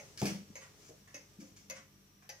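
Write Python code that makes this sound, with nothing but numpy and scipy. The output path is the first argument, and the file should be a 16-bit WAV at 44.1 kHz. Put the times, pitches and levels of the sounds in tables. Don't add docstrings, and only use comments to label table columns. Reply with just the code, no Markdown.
import sys
import numpy as np
from scipy import signal
from scipy.fft import rfft, irfft, next_fast_len
from scipy.io import wavfile
from scipy.ndimage import map_coordinates

SR = 44100
rng = np.random.default_rng(int(sys.argv[2]) if len(sys.argv) > 2 else 0)


def waveform_to_disk(signal):
    frames = np.transpose(np.atleast_2d(signal))
    scaled = np.clip(frames, -1, 1) * 32767
    samples = np.round(scaled).astype(np.int16)
    wavfile.write(sys.argv[1], SR, samples)


def volts(x):
    e = np.asarray(x, float) / 20
    return 10 ** e


N = 105840
PAD = SR // 5

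# [t/s, level/dB, crack/dB, spring ring/dB, board/dB]
TICKS = [
    (.555, -44, -2, -1.5, 2),
    (1.6985, -40, 3.5, -17.5, -6.5),
]
# [t/s, level/dB, crack/dB, spring ring/dB, board/dB]
TOCKS = [
    (-.008, -48, -9, -4, 6),
    (1.143, -44, -0.5, -17, -1),
    (2.291, -44, 5.5, -16, 1.5),
]
# [delay/s, level/dB]
CONTACTS = [
    (0, 5.5),
    (.0035, -7),
    (.008, 3.5),
    (.018, -13.5),
    (.031, -16),
]
# [f/Hz, level/dB, t60/s]
TICK_MODES = [(535, -3.5, 0.26), (550, -10, .12), (1613, -15.5, 0.18), (2098, -10, 0.18), (2207, -4, .17),
              (2290, -9, 0.054), (2577, -3, 0.1), (5760, -21, 0.058), (6467, -0.5, 0.069),
              (7180, -11, 0.09)]
# [f/Hz, level/dB, t60/s]
TOCK_MODES = [(540, -8.5, 0.26), (580, -7, 0.21), (831, -11.5, 0.11), (1906, -11.5, 0.27), (2074, -5, 0.18),
              (2188, -3.5, 0.094), (2574, -0.5, 0.066), (2932, -3.5, 0.051), (5210, -6.5, 0.031),
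              (5860, -3, 0.075), (6140, -15, 0.1), (6310, 3.5, 0.094)]
# [f/Hz, level/dB, t60/s]
SHARP_MODES = [(4510, -17.5, 0.056), (4900, -6.5, 0.037)]
# [f/Hz, level/dB]
CLATTER_SPECTRUM = [(240, -56), (400, -18), (560, -1), (1150, -9.5), (2150, -1.5), (3250, -16),
                    (4200, -15.5), (5500, -9), (6480, -4.5), (7600, -26.5), (14100, -27), (15500, -30)]
# [f/Hz, level/dB]
CRACK_SPECTRUM = [(1500, -29), (3000, 0.5), (5000, 8.5), (6500, 13.5), (7500, -8.5), (9000, -1), (12500, 0),
                  (15500, -22)]
# [f/Hz, level/dB]
SLIDE_SPECTRUM = [(410, -30), (700, -10), (839, -22), (1020, -7.5), (1250, -11), (1990, -7.5),
                  (4040, -24.5), (5680, -15), (9000, -27), (11700, -40), (19800, -120)]

# [f/Hz, level/dB, t60/s]
CASE_MODES = [(95, -18, 0.85), (142, -1, 0.23), (176.8, -7.5, 0.69), (199.5, -2, 0.51), (284.8, -3, 0.35),
              (317, -3.5, 0.38), (389, -5, 0.13), (450.5, -13.5, 0.51), (499, -18, 0.68),
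              (529.5, -6.5, 0.3), (590, -14.5, 0.48), (710, -20, 0.37), (842, 0.5, 0.14), (861, -18, 0.18)]
# [t/s, level/dB, favoured f/Hz, share
# of free ringing, thud/dB]
KNOCKS = [(.217, -34.5, 474, 0.7, 3.5), (.218, -34, 157, 1.5, -4.5), (.227, -27, 185, 0.85, -2),
          (.255, -41, 396, 0.9, -2.5), (.296, -43, 410, 0.58, -18), (.323, -40, 178, 0.69, -4),
          (.502, -40.5, 208, 0.12, -25), (.893, -45, 426, 0.36, -3), (.903, -50.5, 550, 0.7, -3),
          (.93, -62, 603, 0.5, -12), (1, -62, 189, 0.41, 10.5), (1.146, -56, 285, 0.67, -22),
          (1.387, -41.5, 220, 0.22, -5), (1.396, -43, 253, 0.89, -9), (1.414, -48.5, 250, 0.92, -15),
          (1.413, -53, 545, 1.24, -9), (1.426, -45, 189, 0.34, -23), (1.475, -59.5, 194, 0.14, 15.5),
          (1.516, -57, 197.3, 0.14, -7), (1.609, -57, 213, 9.6, -17)]
# [f/Hz, level/dB]
THUD_SPECTRUM = [(60, -38), (130, 2), (850, 7), (1300, 1), (4000, -30)]

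# [t/s, rise/s, hold/s, t60/s, level/dB]
RUBS = [
    (0.2161, 0.00035, 0.00077, 0.005, -34),
    (.221, 0.0012, 0.016, 0.37, -45),
    (0.2547, 0.00021, 0.0028, 0.0096, -37.5),
    (.256, 0.0035, 0.011, 0.34, -43),
]
# [f/Hz, level/dB]
RUB_SPECTRUM = [(530, 3), (900, -5.5), (1330, -7), (2720, -2.5), (3340, -6.5), (3580, -7.5), (3890, -9),
                (5500, -3), (15500, -22)]
# [t/s, rise/s, hold/s, t60/s, level/dB]
HINGE_RUBS = [
    (0.502, 0.0069, 0.0077, 0.11, -78),
    (0.763, 0.11, 0.025, 0.037, -63),
    (1.397, 0.01, 0.0054, 0.15, -58),
    (1.429, 0.0076, 0.023, 0.32, -67),
    (1.56, 0.005, 0.0064, 0.32, -60),
]
# [f/Hz, level/dB]
HINGE_SPECTRUM = [(590, -34), (1000, -8), (1480, -13), (2180, -7.5), (3910, -13.5), (6050, -2),
                  (7110, -4.5), (8160, -16.5), (15500, -28)]
# [t/s, rise/s, hold/s, t60/s, level/dB]
SCRAPES = [
    (0.1744, 0.0011, 0.0019, 0.0056, -44.5),
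    (.178, 0.0033, 0.027, 0.033, -49),
]
# [f/Hz, level/dB]
CATCH_SPECTRUM = [(600, -42), (1200, -8), (2600, -7.5), (3600, -7), (5200, -0.5), (6500, -3.5),
                  (8200, -13.5), (15500, -28)]
# [t/s, level/dB]
CHATTER = [(0.2163, -45), (0.228, -51), (0.2538, -42), (0.2592, -43.5), (0.2646, -41.5), (0.269, -37),
           (.274, -47), (0.28, -51), (0.286, -39), (.296, -51), (.305, -50), (0.323, -54), (1.569, -62)]
# [f/Hz, level/dB, t60/s]
PANE_MODES = [(1960, -5, 0.032), (2491, -6.5, 0.059), (2880, -4, 0.06), (4520, -3, .04), (5210, -4, .04),
              (5860, 3, 0.034), (6500, -6, 0.037), (7200, -8, 0.024)]

# [t/s, effort/dB]
STIR = [
    (0.0, -62),
    (2.3, -75),
    (2.4, -70),
]
# [f/Hz, level/dB]
HISS_SPECTRUM = [(180, -62), (300, -22), (424, 2.5), (468, -7.5), (1140, -12.5), (3810, -14), (5760, -10.5),
                 (6680, -11.5), (15500, -34)]
# [f/Hz, level/dB]
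RUMBLE_SPECTRUM = [(15, -45), (25, -18.5), (102, 0.5), (167, -6.5), (184, -4.5), (287, -10.5), (316, -7.5),
                   (369, -14.5), (700, -27), (910, -80), (1540, -120)]
# [f/Hz, width/Hz, level/dB]
WHINE = [(1192, 14, -85), (5745, 70, -75), (5783, 4, -83)]
# [f/Hz, level/dB]
HUM = [(50, -66.5), (98, -68), (148, -69), (196, -72)]

# [f/Hz, likeness]
ALIKE = [(60, 0.71), (180, 0.89), (550, 0.73), (1650, -0.19), (4970, -0.66), (15000, -0.048)]
# [f/Hz, level/dB]
LEFT_OVER_RIGHT = [(60, 0.5), (150, 2), (380, 3), (950, -2.5), (2380, -1), (5980, 1.5), (15000, 12.5)]
# [f/Hz, phase/rad]
LEFT_LEADS = [(100, 0.036), (500, -0.67), (1000, -1.9), (3000, -1.38)]
# [f/Hz, t60/s]
ROOM_DECAY = [(150, 0.38), (1000, 0.28), (6000, 0.34), (14000, 0.11)]
# [f/Hz, level/dB]
SELF_NOISE_SPECTRUM = [(300, 2), (3000, 1.5), (9000, -6.5), (15000, 0.5), (16000, -40)]

WANDER_RAD = .45
HAND_DAMPS_S = .435


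def unit(x):
    return x / np.sqrt(np.mean(x ** 2) + 1e-20)


def along(points, hz):
    f, v = np.transpose(points)
    return np.interp(np.log(hz + 1), np.log(f + 1), v)


def wobble(knots_per_s):
    knots = rng.standard_normal(int(N * knots_per_s / SR) + 4)
    return map_coordinates(knots, [np.arange(N) * knots_per_s / SR])


def filtered(x, response):
    size = x.shape[-1]
    m = next_fast_len(size + 8192)
    return irfft(rfft(x, m) * response(np.fft.rfftfreq(m, 1 / SR)), m)[..., :size]


def noise(spectrum, size):
    return unit(filtered(rng.standard_normal(size), lambda hz: volts(along(spectrum, hz))))


def stroke(t, rise_s, hold_s, t60_s):
    rise_s = max(rise_s, 1e-4)
    release = volts(-60 * np.maximum(t - rise_s - abs(hold_s), 0) / t60_s)
    return np.clip(t / rise_s, 0, 1) * release


def ring(modes, t, scatter_db, attack_s, gain=lambda hz: 1, life=1, wander_rad=0):
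    out = 0
    for hz, db, t60_s in modes:
        level = gain(hz) * volts(db + scatter_db * rng.standard_normal() - 60 * t / (t60_s * life))
        drift = wander_rad * np.interp(t, np.linspace(0, t[-1], num=60), rng.standard_normal(size=60))
        out = out + level * np.sin(2 * np.pi * hz * t + drift)
    return out * (1 - np.exp(-t / attack_s))


def add(track, s, sound):
    track[PAD + round(s * SR):][:len(sound)] += sound


def paired(pair):
    def mid_side(hz):
        turn = np.arccos(np.clip(along(ALIKE, hz), 0, 1)) / 2
        return np.array([np.cos(turn), np.sin(turn)])

    mid, side = filtered(pair, mid_side)
    both = np.array([mid + side, mid - side])
    return filtered(both, lambda hz: volts([[.5], [-.5]] * along(LEFT_OVER_RIGHT, hz)))


def ports(x, room_db):
    near_echo_db, near_echo_t60_s, near_echo_low_hz = -3, .015, 700
    half = np.array([[.5], [-.5]])

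    def port_response(hz):
        return volts(half * along(LEFT_OVER_RIGHT, hz)) * np.exp(1j * half * along(LEFT_LEADS, hz))

    direct = filtered(x, port_response)
    size = SR // 2
    hz, t, z = signal.stft(rng.standard_normal((2, size)), SR, nperseg=256)
    decay = volts(-60 * t / along(ROOM_DECAY, hz)[:, None])
    late = signal.istft(z * decay, SR, nperseg=256)[1][:, :size]
    near = rng.standard_normal((2, size)) * volts(-60 * np.arange(size) / SR / near_echo_t60_s)
    near = filtered(near, lambda f: 1j * f / (near_echo_low_hz + 1j * f))
    late = volts(room_db) * late / np.linalg.norm(late[0])
    near = volts(near_echo_db) * near / np.linalg.norm(near[0])
    delayed = np.pad(x, (SR // 1000, 0))[None]
    wet = signal.fftconvolve(delayed, paired(late + near), axes=1)[:, :len(x)]
    return (direct + wet)[:, PAD:PAD + N]


def pallet_contact(t, modes, crack_db, spring_db, board_level):
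    body_hz = 1200
    sharp = [(hz, db + crack_db, t60_s) for hz, db, t60_s in modes[1]]
    spring = [(6385, spring_db, .17)]
    brass = ring(modes[0] + sharp + spring, t, scatter_db=2.5, attack_s=.0005,
                 gain=lambda hz: 1 if hz > body_hz else board_level, wander_rad=WANDER_RAD)
    clatter = volts(-6.5) * stroke(t, .0051, 0, .17) * noise(CLATTER_SPECTRUM, len(t))
    crack = volts(crack_db) * stroke(t, .00068, 0, .014) * noise(CRACK_SPECTRUM, len(t))
    return brass + clatter + crack


def escapement():
    body_repeat = .3
    tick_modes = TICK_MODES, SHARP_MODES + [(965, -5, .1)]
    tock_modes = TOCK_MODES, SHARP_MODES + [(5200, -8, .055)]
    # offset/s, rise/s, t60/s, level/dB
    sides = [(TICKS, tick_modes, (.045, .025, .22, -2.5)),
             (TOCKS, tock_modes, (-.073, .006, .3, -9))]
    t, out = np.arange(SR // 3) / SR, 0
    for beats, modes, (lag_s, rise_s, t60_s, slide_db) in sides:
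        for s, db, crack_db, spring_db, board_level in beats:
            track = np.zeros(N + SR)
            for delay_s, hit_db in CONTACTS:
                board_gain = volts(board_level) * (body_repeat if delay_s else 1)
                hit = pallet_contact(t, modes, crack_db, spring_db, board_gain)
                add(track, s + delay_s, volts(db + hit_db - 11) * hit)
            slide = stroke(t, rise_s, .0017, t60_s) * noise(SLIDE_SPECTRUM, len(t))
            add(track, s + lag_s, volts(db + slide_db - crack_db / 2 - 10) * slide)
            out = out + ports(track, room_db=-4)
    return out


def door_knocks():
    t, track = np.arange(SR * 3 // 4) / SR, np.zeros(N + SR)
    for s, db, hz, life, thud_db in KNOCKS:
        early = s < HAND_DAMPS_S
        octaves, attack_s = (.93, .00058) if early else (.4, .002)

        def favour(f):
            return 1 / (1 + (np.log2((f + 1) / hz) / octaves) ** 2) ** 2

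        thud = unit(filtered(noise(THUD_SPECTRUM, len(t)), favour)) * stroke(t, .0013, 0, .37 * life)
        wood = ring(CASE_MODES, t, scatter_db=2, attack_s=attack_s, gain=favour, life=life)
        damp_db = -10 * np.clip((s + t - HAND_DAMPS_S) / .0045, 0, 1) * early
        add(track, s, volts(db + damp_db - 1) * (wood + volts(thud_db - 6) * thud))
    return ports(track, room_db=-17)


def door_rubs():
    grains_per_s, grain_db = 900, 3.5
    snap_s = .0045
    t, track = np.arange(SR // 2) / SR, np.zeros(N + SR)
    for strokes, spectrum in [(RUBS, RUB_SPECTRUM), (HINGE_RUBS, HINGE_SPECTRUM), (SCRAPES, CATCH_SPECTRUM)]:
        for s, rise_s, hold_s, t60_s, db in strokes:
            grain = volts(grain_db * (hold_s > snap_s) * wobble(grains_per_s)[:len(t)])
            friction = unit(grain * noise(spectrum, len(t)))
            add(track, s, volts(db - .5) * stroke(t, rise_s, hold_s, t60_s) * friction)
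    for s, db in CHATTER:
        glass = ring(PANE_MODES, t[:SR // 8], scatter_db=4, attack_s=.00051, wander_rad=WANDER_RAD)
        add(track, s, volts(db - 6.5) * glass)
    return ports(track, room_db=-3)


def room_tone():
    t = np.arange(N) / SR
    stir_db = np.interp(t, *np.transpose(STIR))
    stir_db = stir_db - stir_db.mean()
    hiss_db = -68 + stir_db + 1.74 * wobble(12.1)
    hiss = volts(hiss_db) * paired(noise(HISS_SPECTRUM, (2, N)))
    rumble_db = -66.5 + .65 * stir_db + 1.2 * wobble(14)
    rumble = volts(rumble_db) * paired(noise(RUMBLE_SPECTRUM, (2, N)))
    whine = 0
    for hz, width_hz, db in WHINE:
        band = filtered(rng.standard_normal((2, N)), lambda f: 1 / (1 + ((f - hz) / width_hz) ** 2))
        whine = whine + volts(db) * unit(band)
    hum = 0
    for hz, db in HUM:
        hum = hum + volts(db + 1.5 * wobble(9)) * np.sin(2 * np.pi * hz * t + .6 * wobble(6))
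    return hiss + rumble + paired(whine) + hum


def scene():
    return escapement() + door_knocks() + door_rubs() + room_tone()


def roll_off(x):
    return signal.sosfilt(signal.butter(12, 16160, fs=SR, output="sos"), x)


def record(dry):
    low_hz, top_hz = 40.8, 15900
    mix = dry + volts(-70.5) * noise(SELF_NOISE_SPECTRUM, (2, N))
    mix = filtered(mix, lambda hz: (1j * hz / (low_hz + 1j * hz)) ** 4 * (hz < top_hz))
    return roll_off(mix)


dry = scene()
out = record(dry)
waveform_to_disk(out)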